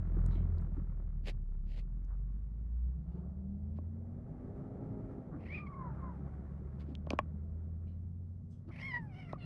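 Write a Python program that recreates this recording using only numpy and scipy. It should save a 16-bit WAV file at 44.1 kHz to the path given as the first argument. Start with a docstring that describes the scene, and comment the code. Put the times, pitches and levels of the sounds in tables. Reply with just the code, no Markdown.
"""On a concrete floor, a kitten guards a bowl of dry food. It spits, cracks kibble, knocks the bowl
and lets out wavering, raspy cries when a finger comes near. Its voice is a tone with overtones shaped
by the mouth, its spits are puffs of noise, and the food and bowl ring briefly when bitten or bumped.
Under it runs a low growling rumble, most likely a car beyond the wall that labours, revs up,
changes gear and pulls again."""
import sys
import numpy as np
from scipy import signal
from scipy.fft import rfft, irfft, next_fast_len
from scipy.io import wavfile

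SR = 44100
rng = np.random.default_rng(int(sys.argv[2]) if len(sys.argv) > 2 else 0)


def dump_mix(stems):
    """Bounce the given channels to the path in sys.argv[1] as a 16-bit WAV at rate SR."""
    frames = np.atleast_2d(stems).T  # one column per channel
    limited = np.clip(frames, -1, 1)  # hard clip at full scale
    pcm = np.round(limited * 32767).astype(np.int16)
    wavfile.write(sys.argv[1], SR, pcm)


N = 416744
TIME = np.arange(N) / SR


def cries(air_db=-4, breath_db=-3, hum_db=-70, fade_s=.01, hoarse_loss=.85, shake=.4):
    """The vocal folds hum and the mouth lets overtones out; rasp splits the voice and adds hoarse air."""
    # the arching, sinking tunes, one list a cry: t/s, f/Hz
    tunes = [
        [(5.39, 1090), (5.478, 1110), (5.487, 960), (5.503, 1079), (5.527, 1171), (5.565, 1262), (5.63, 1188),
         (5.77, 1109), (5.877, 963), (5.94, 830)],
        [(5.97, 1220), (6.02, 1083), (6.12, 955), (6.17, 808), (6.45, 710)],
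        [(8.715, 1047), (8.797, 1127), (8.805, 899), (8.822, 1042), (8.868, 1091), (8.9, 1066), (8.92, 982),
         (8.937, 988), (8.98, 951), (9.08, 804)],
        [(9.09, 795), (9.14, 719.6), (9.195, 758), (9.31, 668), (9.36, 605)],
        [(9.375, 743), (9.4, 716), (9.46, 663)],
    ]
    # the kitten pushes and the hum swells: peak t/s, rise/s, fall/s, level/dB
    pushes = [(5.868, 0.2, 0.039, -48), (6.03, 0.036, 0.066, -53.5), (6.11, 0.04, 0.017, -56.5),
              (8.87, 0.045, .06, -64), (8.972, 0.041, 0.022, -49), (9.12, .15, 0.3, -72)]
    # colour of the hoarse air: f/Hz, level/dB
    air_colour = [(600, 7), (1500, -3), (2000, 11), (2500, -3.5), (3100, -19), (4200, -10), (5300, -20),
                  (6300, -30.5), (8000, -31.5), (9800, -46), (12000, -34.5)]
    # colour of the thin, high breath: f/Hz, level/dB
    breath_colour = [(3000, -4), (4300, 2), (5400, 8), (6600, -11), (9500, -9), (11500, -12.5)]
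    flutter, air, breath = drift(54), noise(air_colour), noise(breath_colour)
    k = np.arange(2, 16)[:, None]  # overtones, as multiples of the pitch
    flicker = from_db(1.7 * np.array([drift(30) for _ in k]))  # each wavers on its own
    hum = (from_db(hum_db) + bursts(pushes)) * from_db(2.5 * drift(35))
    shape, out = jaw(), np.zeros(N)
    for tune in tunes:
        start, end = tune[0][0] - fade_s, tune[-1][0] + fade_s
        on = (TIME > start) & (TIME < end)
        t = TIME[on]
        opening, dip, rasp, mouth_hz, upper_hz, upper_db, sheen_db = shape[:, on]
        rasp = np.clip(rasp, 0, 1)
        hz = in_time(tune)[on] * dip
        phase = vocal_fold(hz, rasp, slip_hz=47)
        # in a strong rasp one fold strays higher and takes up to half of the overtones' power
        stray = vocal_fold(hz * 1.13, rasp, slip_hz=31)
        split = np.interp(rasp, [.7, 1], [0, .5])
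        waves = np.sqrt(1 - split) * np.sin(k * phase) + np.sqrt(split) * np.sin(k * stray)
        gains = mouth(k * hz, mouth_hz, upper_hz, upper_db, sheen_db)
        overtones = (gains * flicker[:, on] * waves).sum(axis=0)
        # the hum's octave is faint, except where the nose rings with it
        octave = from_db(-35) + from_db(14.5) * resonance(2 * hz, 1230, width_hz=110)
        tone = hum[on] * np.sqrt(2) * (np.sin(phase) + octave * np.sin(2 * phase)) + opening * overtones
        hiss = rasp ** 2.5 * from_db(air_db) * air[on] + from_db(breath_db + sheen_db) * breath[on]
        puffs = opening * hiss * (1 + np.cos(phase) / 2)  # air escapes once a cycle
        voice = np.sqrt(1 - hoarse_loss * rasp ** 2) * tone + puffs
        fade = np.minimum(np.minimum(t - t[0], end - t) / fade_s, 1)
        out[on] += voice * fade * (1 + shake * rasp ** 2 * flutter[on])
    return out


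def vocal_fold(hz, rasp, slip_hz, slip=.12, waver=.007, jitter=.042):
    """Phase of a vocal fold: its pitch wavers, shakes with rasp, and in a snarl climbs and slips back."""
    slips = slip * rasp ** 4 * signal.sawtooth(2 * np.pi * slip_hz * TIME[:len(hz)])
    unrest = waver * drift(35)[:len(hz)] + jitter * rasp ** 2 * drift(320)[:len(hz)]
    return 2 * np.pi * np.cumsum(hz * (1 + slips + unrest)) / SR


def jaw(shut_db=-92.5, bite_s=.008, bite_dip=.07):
    """The jaw opens and chews: gives overtone level, pitch factor and the colour of the widest gape."""
    # the mouth opens: peak t/s, rise/s, fall/s, level/dB, rasp/0-1, mouth resonance/Hz,
    # upper resonance/Hz, upper resonance/dB, sheen and breath/dB
    gapes = [(5.465, 0.05, 0.029, -63, 1, 2230, 4500, -22, -29),
             (5.544, 0.046, 0.061, -46, 0.63, 2340, 4860, -36, -51),
             (8.804, 0.075, 0.037, -52.5, 0.92, 2220, 4960, -18.5, -29),
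             (8.861, 0.034, 0.075, -44.5, 0.51, 2400, 5100, -31, -39.5),
             (8.954, 0.029, 0.029, -39.5, 0.51, 1940, 4920, -33.5, -53.5),
             (9.02, 0.036, 0.054, -69, 0.5, 1620, 5030, -36.5, -22),
             (9.2, 0.073, 0.07, -60.5, 0.66, 2500, 5400, -25.5, -31.5),
             (9.3, 0.022, 0.054, -63, 0.8, 2080, 5300, -25.5, -31),
             (9.445, 0.038, 0.072, -56, 0.7, 2595, 4030, -14, -33)]
    # each bite parts the lips and drags the pitch down: t/s, level/dB
    chews = [(5.581, -53.5), (5.673, -56.5), (5.741, -65)]
    widths = np.array([from_db(db) * swell(s, rise, fall) for s, rise, fall, db, *_ in gapes])
    widths += from_db(shut_db) / len(gapes)
    colour = np.transpose([row[4:] for row in gapes]) @ widths / widths.sum(axis=0)
    bites = [swell(s, bite_s, bite_s) for s, db in chews]
    opening = widths.sum(axis=0) + sum(from_db(db) * bite for (s, db), bite in zip(chews, bites))
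    return np.array([opening, 1 - bite_dip * sum(bites), *colour])


def mouth(hz, mouth_hz, upper_hz, upper_db, sheen_db, leak_db=-52, upper_width_hz=750):
    """The mouth favours overtones near two resonances; higher ones die away, except for a thin sheen."""
    lower = resonance(hz, mouth_hz, width_hz=365)
    upper = from_db(upper_db) * resonance(hz, upper_hz, upper_width_hz)
    gains = (lower + upper + from_db(leak_db)) / (1 + (hz / (upper_hz + upper_width_hz)) ** 10)
    sheen = from_db(sheen_db) * resonance(hz, 9000, width_hz=2200)
    return gains / np.sqrt((gains ** 2).sum(axis=0) / 2) + sheen


def spits(sputter_db=2.5):
    """Short puffs of air swell, sputter and stop."""
    # spits and snorts: peak t/s, rise/s, fall/s, level/dB
    puffs = [(.35, 0.043, 0.035, -77), (1.286, 0.024, 0.02, -46.5), (1.725, 0.042, 0.05, -65),
             (1.786, 0.021, 0.02, -63), (3.16, 0.092, 0.067, -85), (3.775, 0.018, 0.012, -78),
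             (6.808, 0.013, 0.021, -66.5), (6.9, 0.035, 0.04, -77.5), (7.118, 0.018, 0.028, -67),
             (8.69, 0.011, 0.013, -74.5)]
    # colour of a spit: f/Hz, level/dB
    colour = [(200, 8), (600, 6), (1200, -12), (2000, -1), (2800, 0), (3600, -6), (4600, -5), (5800, -18),
              (7200, -18), (9000, -27.5), (13000, -26)]
    return bursts(puffs) * from_db(sputter_db * drift(210)) * noise(colour)


def rooting(grain_db=2.5):
    """Pellets rub past each other in a dull, grainy rustle."""
    # the muzzle shoves through the food: peak t/s, rise/s, fall/s, level/dB, brightness/Hz
    shoves = [(0.188, 0.031, 0.026, -62, 2500), (2.12, 0.032, 0.035, -67, 2000),
              (3.18, 0.13, 0.18, -62, 610), (5.345, 0.023, 0.025, -54, 1190),
              (7.126, .03, .03, -54.5, 1200), (5.841, 0.048, .06, -60, 1500),
              (6.07, 0.25, .09, -59.5, 1510), (6.28, 0.022, .02, -58, 1109),
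              (8.695, 0.012, 0.023, -60, 1280)]
    # colour of the rustle: f/Hz, level/dB
    colour = [(250, -10), (600, 9.5), (1000, 6.5), (1300, 9.5), (1700, 2), (2400, -20.5), (4000, -53)]
    grit = from_db(grain_db * drift(150)) * noise(colour)
    return sum(from_db(db) * swell(s, rise, fall) * lowpass(grit, hz) for s, rise, fall, db, hz in shoves)


def kibble(crumbs_db=-19, crumbs_s=.0009, ring_cycles=11, dull_above_hz=5600):
    """A pellet snaps, rings for a few cycles and sheds crumbs."""
    # pellets cracking and ticking: t/s, peak level/dB, f/Hz
    cracks = [(0.263, -45.5, 8660), (0.356, -57, 3100), (0.428, -70, 3000), (0.5832, -58, 4270),
              (0.615, -62, 8000), (2.048, -65.5, 6400), (6.9525, -39.5, 3200), (7.068, -57.5, 2967),
              (7.1052, -27, 2500), (7.1044, -32, 4400), (7.1054, -41.5, 5480), (7.1158, -51, 4500),
              (7.133, -48.5, 2980), (7.1363, -56, 5500), (7.1892, -29.5, 2400), (9.3278, -51.5, 3760)]
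    out, t = np.zeros(N), TIME[:SR // 20]
    for s, db, hz in cracks:
        snap = (t == 0) + from_db(crumbs_db) * rng.standard_normal(len(t)) * np.exp(-t / crumbs_s)
        ringing = ring(snap, hz, ring_cycles / hz)
        crack = lowpass(np.diff(ringing, prepend=0), dull_above_hz)
        add(out, s, from_db(db) * crack / np.abs(crack).max())
    return out


def bowl(spread_db=.6):
    """Each knock rings the food-damped bowl a little differently, and shorter if the kitten leans on it."""
    # knocks: t/s, strength/dB, brightness/Hz, share of the free ring time/0-1
    knocks = [(1.283, -35, 400, 0.58), (1.778, -41, 440, 0.44), (3.786, -26, 251.6, 0.87),
              (7.07, -28.5, 450, 0.77), (7.1062, -20.5, 443, 0.74), (7.117, -30, 497, 0.83),
              (7.132, -12, 329.7, 0.55), (7.189, -18, 2016, 1), (9.331, -25, 665, 0.78)]
    # the bowl's own notes: f/Hz, level/dB, free ring time/s
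    notes = [(247.2, -9.5, 0.06), (330, -6.5, 0.022), (606, -0.5, 0.026), (810, 0.5, 0.012),
             (1096, -1.5, 0.033), (1720, -6.5, 0.012), (2400, -7, 0.011), (2980, -17, 0.012),
             (3300, -21, 0.029)]
    out = np.zeros(N)
    for s, blow_db, contact_hz, free in knocks:
        blow = from_db(blow_db) * contact(contact_hz)
        for k, (hz, db, ring_s) in enumerate(notes):
            gain = (-1) ** k * from_db(db + spread_db * rng.standard_normal())  # neighbours swing opposite
            add(out, s, gain * ring(blow, hz, ring_s * free))
    return out


def contact(hz, bass_cut_share=.4):
    """The push of one blow: the harder the contact, the brighter it is and the less bass it has."""
    push = lowpass(1.0 * (TIME[:SR // 10] == 0), hz)
    return signal.lfilter(*signal.butter(1, bass_cut_share * hz, "high", fs=SR), push)


def bumps(waver=.13):
    """A padded contact gives a few low, uneven cycles."""
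    # soft bumps of paws and jaw: peak t/s, rise/s, fall/s, level/dB, f/Hz
    thuds = [(0.173, 0.0048, 0.007, -38, 320), (0.36, 0.004, 0.0045, -39.5, 297),
             (.782, 0.01, 0.014, -40, 263), (3.155, .012, 0.036, -51.5, 368),
             (5.353, 0.013, 0.019, -41, 302), (6.889, 0.003, 0.0034, -41, 304.2),
             (6.92, 0.006, 0.01, -42.5, 260), (7.137, 0.0027, 0.005, -33.5, 268),
             (7.2015, 0.0097, 0.013, -33, 83), (7.341, 0.0051, 0.021, -40.5, 190),
             (8.69, 0.024, 0.024, -50.5, 307)]
    pace = np.cumsum(1 + waver * drift(96)) / SR
    return sum(from_db(db) * swell(s, rise, fall) * np.cos(2 * np.pi * hz * (pace - pace[int(s * SR)]))
               for s, rise, fall, db, hz in thuds)


def clink(rise_s=.008, scrape_s=.04, scrape_cycles=14):
    """A short scrape sets crockery ringing with thin, high notes."""
    # light clinks, one row a note: t/s, level/dB, f/Hz, ring time/s
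    notes = [(.305, -70, 3900, 0.34), (.35, -71, 3100, 0.2), (.345, -67.5, 2200, 0.28),
             (7.865, -81, 2331, .18), (7.865, -82, 2900, 0.26), (7.87, -85, 4037, .28),
             (8.52, -84.5, 3321, .22), (8.505, -83.5, 6100, 0.26), (8.503, -83, 5000, .14),
             (8.497, -84, 7973, 0.22)]
    out, t = np.zeros(N), TIME[:SR // 2]
    for s, db, hz, ring_s in notes:
        scrape = rms_one(ring(rng.standard_normal(len(t)), hz, scrape_cycles / hz)) * np.exp(-t / scrape_s)
        tone = np.sin(2 * np.pi * hz * t) * from_db(-60 * t / ring_s)
        add(out, s, from_db(db) * (1 - np.exp(-t / rise_s)) * (tone + scrape))
    return out


def room(x, ring_s=.09, echo_db=-32, dull_above_hz=2000, delay_s=.004):
    """Nearby walls add a faint, dull echo."""
    t = TIME[:SR // 3]
    tail = lowpass(rng.standard_normal(len(t)), dull_above_hz) * from_db(-60 * t / ring_s) * (t > delay_s)
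    return x + from_db(echo_db) * signal.fftconvolve(x, tail / np.linalg.norm(tail))[:N]


def car(wobble=.0024, recede_db_per_s=.59, coast_db=-10, coast_hz_per_s=65, rough=.25):
    """The engine's firings set the pitch of its tones and make the road noise throb, over a rumble."""
    # the engine labours, revs up, drops at the gear change and pulls again: t/s, firing rate/Hz
    revs = [(0, 42.3), (.25, 42.9), (.55, 41.22), (1.18, 37.74), (1.58, 32.87), (1.95, 43.05), (2.3, 47.7),
            (2.7, 57.16), (4.11, 91.5), (4.78, 103.8), (5.1, 103.8), (5.85, 67.28), (6.55, 71.17),
            (8.37, 89.72), (9.45, 101.7)]
    # the car swells: peak t/s, rise/s, fall/s, exhaust/dB, fan/dB, drone/dB, roar/dB, tyre hiss/dB
    surges = [(0.249, 0.35, 0.62, -40.5, -67.5, -46, -60.5, -67.5),
              (1.6, 0.67, 0.36, -53, -79.5, -83.5, -94, -91.5),
              (1.901, 0.093, 1.4, -61, -66.5, -67.5, -85, -84),
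              (3.3, 0.33, 0.55, -67.5, -45.5, -70, -68.5, -110),
              (4.9, 0.78, 0.77, -53.5, -52, -52, -53.5, -72), (6.2, 0.56, 1.35, -51, -54, -62, -61, -72.5),
              (9.2, 0.42, 4.4, -79, -69.5, -53.5, -69, -77)]
    # colour of the rumble: f/Hz, level/dB
    rumble_colour = [(15, -26), (30, -12), (45, 3), (65, 2), (90, -1), (115, -17.5), (160, -21)]
    firing_hz = in_time(revs)
    phase = 2 * np.pi * np.cumsum(firing_hz * (1 + wobble * drift(8))) / SR
    pipe, whine, drone, roar, tyres = sum(from_db(dbs)[:, None] * swell(s, rise, fall)
                                          for s, rise, fall, *dbs in surges)
    nearness = from_db(-recede_db_per_s * TIME)  # the car draws away
    # some noise stays between the swells
    drone, roar, tyres = drone + from_db(-54), roar + from_db(-76), tyres + from_db(-86) * nearness ** 2
    # with the throttle shut the revs fall, and the firing tone and bray drop
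    coasting = lowpass(np.clip(-np.gradient(firing_hz) * SR / coast_hz_per_s, 0, 1) ** 2, 23)
    throttle = from_db(coast_db * coasting)
    tones = exhaust(firing_hz, phase, pipe) + roar * throttle * bray(firing_hz, phase) + fan(phase, whine)
    rumble = from_db(-49.5) * nearness * noise(rumble_colour)
    road = road_noise(firing_hz, phase, drone, roar, tyres)
    shake = 1 + rough * drift(20)  # uneven firings
    return throttle * firing_tone(firing_hz, phase) + tones * shake + rumble + road


def firing_tone(firing_hz, phase):
    """The firings make a deep tone that booms or fades, most likely in the room's bass resonances."""
    # how the tone booms: firing rate/Hz, level/dB
    boom = [(33, -37.5), (42, -39), (55, -39.5), (61, -33), (66, -45.5), (74, -45.5), (82, -41.5),
            (89, -45), (93, -53), (105, -56)]
    # the engine strains once at low revs: peak t/s, rise/s, fall/s, level/dB
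    lug = [(.24, 0.14, 0.18, -34.5)]
    return (gain_at(boom, firing_hz) + bursts(lug)) * np.sqrt(2) * np.sin(phase)


def exhaust(firing_hz, phase, surge, rest_db=-65, dull_db=-7, flutter_db=2):
    """Exhaust overtones come through the wall; off load, the higher ones are weaker."""
    # overtones, with half steps from unequal cylinders: multiple of the firing rate, level/dB
    overtones = [(1.5, -5.5), (2, 3), (3, -6), (3.5, -8.5), (4, -5)]
    # what the wall lets through: f/Hz, level/dB
    wall = [(40, -9), (85, 2), (130, -5.5), (170, -3.5), (205, 0), (300, -13.5), (420, 4.5), (600, -16)]
    level = surge + from_db(rest_db)
    idle = from_db(rest_db) / level
    out = np.zeros(N)
    for k, db in overtones:
        gain = from_db(db + dull_db * idle * max(k - 2, 0) + flutter_db * drift(2.7))
        out += gain * gain_at(wall, k * firing_hz) * np.sin(k * phase + rng.uniform(0, 2 * np.pi))
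    return level * out


def bray(firing_hz, phase, from_hz=75, full_hz=100, flutter_db=2):
    """At top revs the exhaust brays with a row of overtones."""
    # the bray's overtones: multiple of the firing rate, level/dB
    overtones = [(2, 0), (3, -10), (5, -14), (6, -10), (7, -16), (8, -16), (9, -22), (12, -25), (13, -25)]
    tones = sum(from_db(db + flutter_db * drift(6)) * np.sin(k * phase + rng.uniform(0, 2 * np.pi))
                for k, db in overtones)
    return np.interp(firing_hz, [from_hz, full_hz], [0, 1]) * tones


def fan(phase, surge, rest_db=-61, pitch_ratio=2.56, flutter_db=2):
    """The belt turns the fan, so its tone follows the revs."""
    return (from_db(rest_db) + surge) * from_db(flutter_db * drift(7.9)) * np.sin(pitch_ratio * phase)


def road_noise(firing_hz, phase, drone, roar, tyres, unrest_db=1.4, throb=.45, throb_at_hz=40):
    """Three bands of uneven noise throb with the firings; faster firings run together and throb less."""
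    # colours of the low drone, the middle roar and the tyre hiss: f/Hz, level/dB
    drone_colour = [(70, -28), (110, -0.5), (140, 3.5), (190, -2), (240, -14), (300, -24.5), (450, -34)]
    roar_colour = [(180, -18.5), (280, 7.5), (400, 0.5), (620, -5), (800, -9), (1100, -30), (2000, -41)]
    tyre_colour = [(500, -22.5), (900, -3.5), (1250, -3), (1700, -8), (2100, -12), (2700, -24.5),
                   (4500, -32.5), (10000, -38)]
    bands = sum(from_db(unrest_db * drift(8.4)) * level * noise(colour, hollow=True)
                for level, colour in [(drone, drone_colour), (roar, roar_colour), (tyres, tyre_colour)])
    return bands * (1 + throb * throb_at_hz / firing_hz * np.sin(phase))


def standing_waves(hz, width_share=.05, between_db=-2.2):
    """Standing waves boost some pitches, which makes the road noise sound hollow."""
    # the boosted pitches: f/Hz, boost/dB
    peaks = [(365, 5.5), (402, 7.5), (510, 4.5), (570, 3), (650, 6.5), (795, 2.5), (920, 6), (1115, 6),
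             (1320, 5)]
    return from_db(between_db + sum(db * resonance(hz, peak, width_share * peak) for peak, db in peaks))


def still_air(level_db=-95.5):
    """A faint, steady hiss."""
    # colour of the hiss: f/Hz, level/dB
    colour = [(100, 7.5), (1000, 3), (3000, 2), (6000, 3), (11500, -2), (15000, -20)]
    return from_db(level_db) * noise(colour)


def noise(colour, hollow=False):
    """Noise of power 1 in this colour, falling away past its ends; hollow adds the standing waves."""
    size = next_fast_len(N)
    hz = np.arange(size // 2 + 1) * SR / size
    ends = np.minimum(hz / colour[0][0], 1) ** 2 / np.maximum(hz / colour[-1][0], 1) ** 4
    gains = gain_at(colour, hz) * ends
    if hollow:
        gains *= standing_waves(hz)
    return rms_one(irfft(rfft(rng.standard_normal(size)) * gains, size)[:N])


def swell(s, rise, fall):
    """A smooth rise to 1 at time s, then a smooth fall."""
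    out, near = np.zeros(N), slice(*np.searchsorted(TIME, [s - 4 * rise, s + 4 * fall]))
    t = TIME[near] - s
    out[near] = np.exp(-(t / np.where(t < 0, rise, fall)) ** 2)
    return out


def bursts(rows):
    """Loudness of several short swells."""
    return sum(from_db(db) * swell(s, rise, fall) for s, rise, fall, db in rows)


def ring(clicks, hz, ring_s):
    """Each click starts a tone that fades by 60 dB in the ring time."""
    decay, step = from_db(-60 / (ring_s * SR)), 2 * np.pi * hz / SR
    return signal.lfilter([0, np.sin(step)], [1, -2 * decay * np.cos(step), decay ** 2], clicks + 1e-18)


def resonance(hz, centre_hz, width_hz):
    """A peak of gain, 1 at its centre."""
    return 1 / (1 + (2 * (hz - centre_hz) / width_hz) ** 2)


def drift(rate_hz):
    """A random wander of typical size 1."""
    return rms_one(lowpass(rng.standard_normal(N + SR), rate_hz)[SR:])


def lowpass(x, hz):
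    """Dull the sound above this frequency."""
    return signal.sosfilt(signal.butter(2, min(hz, SR / 3), fs=SR, output="sos"), x + 1e-18)


def gain_at(colour, hz):
    """A colour's gain at these frequencies."""
    points_hz, db = np.transpose(colour)
    return from_db(np.interp(np.log(np.maximum(hz, 1)), np.log(points_hz), db))


def in_time(points):
    """Join (time, value) points with straight lines."""
    return np.interp(TIME, *np.transpose(points))


def add(out, s, sound):
    """Mix a short sound in at its time."""
    at = int(s * SR)
    out[at:at + len(sound)] += sound[:N - at]


def from_db(db):
    """Decibels to gain."""
    return 10 ** (np.asarray(db) / 20)


def rms_one(x):
    """Scale to an average power of 1."""
    return x / np.sqrt(np.mean(x ** 2) + 1e-20)


def scene():
    """The kitten and its bowl close by, the car far off, a faint hiss behind."""
    kitten = room(cries() + spits() + rooting() + kibble() + bowl() + bumps() + clink())
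    return (kitten + car() + still_air())[None]


def record(dry, cutoff_hz=12200):
    """The highest treble is cut off steeply."""
    return signal.sosfilt(signal.butter(12, cutoff_hz, fs=SR, output="sos"), dry)


dry = scene()
out = record(dry)
dump_mix(out)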